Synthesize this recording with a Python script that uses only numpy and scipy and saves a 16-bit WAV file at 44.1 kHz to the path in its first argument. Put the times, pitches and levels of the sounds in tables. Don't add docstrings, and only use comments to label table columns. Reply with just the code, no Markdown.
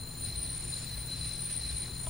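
import sys
import numpy as np
from scipy import signal
from scipy.fft import rfft, irfft, next_fast_len
from scipy.io import wavfile
from scipy.ndimage import uniform_filter1d, map_coordinates

SR = 44100
rng = np.random.default_rng(int(sys.argv[2]) if len(sys.argv) > 2 else 0)


def put_to_file(sound):
    columns = np.atleast_2d(sound).T
    safe = np.clip(columns, -1, 1)
    whole_steps = np.round(safe * 32767)
    wavfile.write(sys.argv[1], SR, whole_steps.astype(np.int16))


def ratio_of_db(decibels):
    return 10 ** (np.asarray(decibels, float) / 20)


N = 92213

# t/s, level/dB
PRESSURE = [(0, -72), (.12, -69), (.25, -59), (.5, -59.5), (.68, -56.5), (.84, -54.5), (.92, -57),
            (1.06, -60), (1.14, -55), (1.28, -55.5), (1.42, -59), (1.53, -56), (1.75, -56), (1.86, -57),
            (1.92, -62), (2.09, -59.5)]
# f/Hz, density/dB
RUB_SPECTRUM = [(900, -44), (1600, -2.5), (2300, -1), (3000, -4), (4900, 0.5), (6200, -6), (10000, -6),
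                (12500, -22)]
# t/s, peak level/dB
SKIN_CATCHES = [
    (0.6474, -40),
    (0.7994, -50),
    (1.0994, -52),
    (1.2494, -38),
    (1.497, -35),
    (1.5234, -48),
    (1.5994, -41),
    (1.7065, -35),
    (1.8494, -40),
]
# t/s, level/dB, share of energy in the upper twin/0-1
LOW_PAIR_GRIP = [(0.0, -47, 0.95), (0.19, -54, 0.8), (0.22, -44.5, 1), (0.37, -44.5, 0.6),
                 (0.41, -50, 0.44), (0.7, -54, 0.12), (0.74, -39, 0), (0.8, -51, 0.3), (0.85, -47.5, 0.02),
                 (1.05, -50, 0.34), (1.12, -42.5, 0), (1.31, -50.5, 0.1), (1.42, -49.5, 0.1),
                 (1.45, -52, 0.54), (1.72, -46, 0), (1.89, -51, 0.3), (2.0, -49, 0.97), (2.09, -55.5, 0.5)]
# t/s, level/dB, share of energy in the upper twin/0-1
HIGH_PAIR_GRIP = [(0.0, -50, 0.42), (0.2, -49.5, 0.03), (0.25, -40.5, 0.039), (0.32, -52.5, 0.099),
                  (0.38, -42.5, 0.056), (0.52, -42.5, 0.18), (0.62, -45.5, 0.61), (0.84, -47.5, 0.98),
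                  (0.88, -52, 0.26), (1.0, -48.5, 0.14), (1.21, -51, 0.28), (1.25, -39, 0.089),
                  (1.34, -46.5, 0.33), (1.54, -40.5, 0.3), (1.74, -43.5, 1), (1.79, -38, 0.5),
                  (1.92, -51, 0.31), (2.09, -43, 0.9)]
# f/Hz, width/Hz, port likeness/0-1, left lead/rad
LOW_PAIR_MODES = [(4058, 11, .9, .1), (4112, 22, .9, .1), (4110, 110, .85, .1)]
# f/Hz, width/Hz, port likeness/0-1, left lead/rad
HIGH_PAIR_MODES = [(9226, 11, .7, .7), (9301, 22, .65, .7), (9268, 65, .65, .7)]
# t/s, middle mode level/dB, top mode level/dB
SINGLE_GRIP = [(0.0, -65, -64), (0.16, -57.5, -58), (0.52, -77, -65), (0.56, -62, -68), (0.81, -54.5, -66),
               (0.87, -60, -58), (0.97, -88, -59), (1.07, -62, -57), (1.12, -65, -70), (1.43, -68, -61),
               (1.57, -78, -66), (1.59, -68.5, -70), (2.05, -58, -64), (2.09, -58, -62)]
# f/Hz, width/Hz, port likeness/0-1, left lead/rad
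SINGLE_MODES = [(7110, 70, .85, .7), (15395, 36, .8, 1.8)]
# f/Hz, width/Hz, level over the rub/dB
FAINT_MODES = [(2413, 25, -18), (3600, 50, -13), (4373, 18, -11), (5220, 50, -15), (8191, 12, -16),
               (9385, 30, -9), (9495, 60, -11)]
# f/Hz, density/dB
RUMBLE_SPECTRUM = [(8, -25), (30, -12), (50, 1.5), (100, -2.5), (115, -3.5), (142, -14), (200, -12.5),
                   (300, -38.5)]
# f/Hz, density/dB
ROOM_SPECTRUM = [(200, -1.5), (400, -8), (1200, -14), (3000, -19.5), (6000, -24.5), (10000, -18.5),
                 (12500, -23.5), (15500, -16.5)]
# f/Hz, width/Hz, level/dB
HUM_LINES = [(59, 7, -49), (72, 7, -54), (122, 7, -48), (159, 6, -52), (249, 4, -62), (361, 4, -67),
             (15738, 8, -71), (16, 5, -56)]
# t/s, level/dB
FAN_SURGE = [(0.0, -49), (0.17, -52.5), (0.2, -41), (0.65, -51), (0.67, -44), (0.91, -53.5), (0.97, -42.5),
             (1.48, -50), (1.52, -63), (1.57, -43.5), (2.07, -47), (2.09, -33)]
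# f/Hz, level/dB, T60/s
TICK_MODES = [(3350, -3, .02), (3650, -4, .01)]
# f/Hz, level/dB, T60/s
WOOD_MODES = [(646, 0, .055), (990, -1, .05), (1300, -6, .025)]
# f/Hz, density/dB
THUD_SPECTRUM = [(200, -32), (500, 0), (1400, 0), (2200, -14), (3500, -4), (5000, -30)]
# f/Hz, likeness/-1 to 1
PORT_LIKENESS = [(60, 1), (130, 0.98), (290, 0.95), (640, 0.75), (1410, 0.82), (3100, 0.84), (6820, 0.39),
                 (15000, -0.06)]
# f/Hz, lead/rad
PORT_LEAD = [(300, 0), (4000, 0), (8000, 0), (12000, 0), (15500, 1.6)]
# f/Hz, level/dB
LEFT_OVER_RIGHT = [(60, 3.5), (1500, 2.5), (5000, 4), (9000, 2), (15000, 2)]

RUB_OVER_DB, CHATTER_DB, RUB_PATCH_DB = 4.5, 0.73, 1.35
SCUFF_OVER_DB, SCUFF_T60_S, SCUFF_RISE_S = -9, 0.12, .003
SKIRT_DB, PAIR_OVER_DB, SINGLE_OVER_DB = -11.5, 0.86, 3.1
LOW_DAMPED_DB, HIGH_DAMPED_DB = -1, 1.5
FLUTTER_DB = 2.02
STEADY = .8
STEEP = 1.32
RUMBLE_DB, ROOM_DB = -48.5, -50.5
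KNOCK_S, KNOCK_DB, BODY_LATE_S = 2.0672, -35.5, 0.00127
THUD_DB, THUD_T60_S = -9, 0.034
TOP_HZ = 15800


def unit(x):
    return x / np.sqrt(np.mean(x ** 2) + 1e-20)


def along(points, hz):
    f, v = np.transpose(points)
    return np.interp(np.log(hz + 1), np.log(f + 1), v)


def curves(rows):
    s, *cols = np.transpose(rows)
    return [np.interp(np.arange(N) / SR, s, c) for c in cols]


def wobble(rate):
    return map_coordinates(rng.standard_normal(N // 100), [np.arange(N) * rate / SR])


def filtered(x, response):
    m = next_fast_len(N + 8192)
    return irfft(rfft(x, m) * response(np.fft.rfftfreq(m, 1 / SR)), m)[..., :N]


def ports(pair, colour, alike, lead):
    m = next_fast_len(N + 8192)
    f = np.fft.rfftfreq(m, 1 / SR)
    a, b = rfft(pair, m) * colour(f)
    turn = np.arccos(np.clip(alike(f), -1, 1)) / 2
    half_lead = np.exp(.5j * lead(f))
    mid, side = a * np.cos(turn), b * np.sin(turn)
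    out = irfft([(mid + side) * half_lead, (mid - side) / half_lead], m)[:, :N]
    return out / np.sqrt(np.mean(out.mean(0) ** 2))


def rush(spectrum, patchy_db):
    z = signal.stft(rng.standard_normal((2, N + 512)), nperseg=512)[2]
    field = uniform_filter1d(rng.standard_normal(z.shape[1:]), size=6, axis=0)
    field = uniform_filter1d(field, size=10, axis=1)
    pair = signal.istft(z * ratio_of_db(patchy_db * unit(field)), nperseg=512)[1][:, :N]
    return ports(pair, lambda f: ratio_of_db(along(spectrum, f)),
                 lambda f: along(PORT_LIKENESS, f), lambda f: along(PORT_LEAD, f))


def mode(hz, width, alike, lead, steady):
    def resonance(f):
        return np.abs(f * width / (hz * hz - f * f + 1j * f * width)) ** STEEP

    ring = ports(rng.standard_normal((2, N)), resonance, lambda f: alike, lambda f: lead)
    swell = np.abs(uniform_filter1d(ring.mean(0) ** 2, size=3000)) + .02
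    ring = ring / swell ** (np.clip(steady, 0, 1) / 2)
    return ring / np.sqrt(np.mean(ring.mean(0) ** 2))


def skin_hiss(rub):
    t = np.arange(N) / SR
    catches = 0
    for start, db in SKIN_CATCHES:
        since = (t - start).clip(0)
        rise = 1 - np.exp(-since / SCUFF_RISE_S)
        catches = catches + rise * ratio_of_db(db + SCUFF_OVER_DB - 60 * since / SCUFF_T60_S)
    return np.hypot(rub, catches) * rush(RUB_SPECTRUM, RUB_PATCH_DB)


def twins(grip, modes, damped):
    db, upper = curves(grip)
    upper = upper.clip(0, 1)
    level = ratio_of_db(db + PAIR_OVER_DB + FLUTTER_DB * wobble(18))
    skirt = np.hypot(level * ratio_of_db(SKIRT_DB), damped)
    gains = [level * np.sqrt(1 - upper), level * np.sqrt(upper), skirt]
    return sum(gain * mode(*row, STEADY) for gain, row in zip(gains, modes))


def disk():
    press_db, = curves(PRESSURE)
    chatter_db = CHATTER_DB * (wobble(13.85) + wobble(39.8))
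    rub = ratio_of_db(press_db + RUB_OVER_DB + chatter_db)
    sound = skin_hiss(rub)
    sound = sound + twins(LOW_PAIR_GRIP, LOW_PAIR_MODES, rub * ratio_of_db(LOW_DAMPED_DB))
    sound = sound + twins(HIGH_PAIR_GRIP, HIGH_PAIR_MODES, rub * ratio_of_db(HIGH_DAMPED_DB))
    for row, db in zip(SINGLE_MODES, curves(SINGLE_GRIP)):
        sound = sound + ratio_of_db(db + SINGLE_OVER_DB) * mode(*row, STEADY)
    for hz, width, db in FAINT_MODES:
        faint = mode(hz, width, along(PORT_LIKENESS, hz), along(PORT_LEAD, hz), 0)
        sound = sound + rub * ratio_of_db(db) * faint
    return sound


def lab():
    surge_db, = curves(FAN_SURGE)
    throb = ratio_of_db(surge_db - surge_db.mean())
    rumble = throb ** .5 * ratio_of_db(RUMBLE_DB) * rush(RUMBLE_SPECTRUM, patchy_db=1.5)
    hiss = ratio_of_db(ROOM_DB) * rush(ROOM_SPECTRUM, patchy_db=0.3)
    lines = []
    for hz, width, db in HUM_LINES:
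        alike = max(along(PORT_LIKENESS, hz), .6)
        lines.append(ratio_of_db(db) * mode(hz, width, alike, lead=0, steady=0.38))
    return rumble + hiss + throb * (lines[0] + lines[1]) + sum(lines[2:])


def struck(modes, since, rise_s):
    ring = sum(ratio_of_db(db - 60 * since / t60) * np.sin(2 * np.pi * hz * since) for hz, db, t60 in modes)
    return ring * (1 - np.exp(-since / rise_s))


def knock():
    t = np.arange(N) / SR - KNOCK_S
    tick = struck(TICK_MODES, t.clip(0), rise_s=0.00035)
    wood = struck(WOOD_MODES, (t - BODY_LATE_S).clip(0), rise_s=0.0019)
    decay = (t > 0) * ratio_of_db(THUD_DB - 60 * t.clip(0) / THUD_T60_S)
    puff = decay * rush(THUD_SPECTRUM, patchy_db=1)
    return ratio_of_db(KNOCK_DB) * (tick + wood + puff)


def scene():
    return disk() + lab() + knock()


def top_cut(x):
    return signal.sosfilt(signal.butter(12, 15870, fs=SR, output="sos"), x)


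def record(dry):
    def port_response(f):
        return ratio_of_db(np.outer([.5, -.5], along(LEFT_OVER_RIGHT, f))) * (f < TOP_HZ)

    mix = filtered(dry, port_response)
    return top_cut(mix)


dry = scene()
out = record(dry)
put_to_file(out)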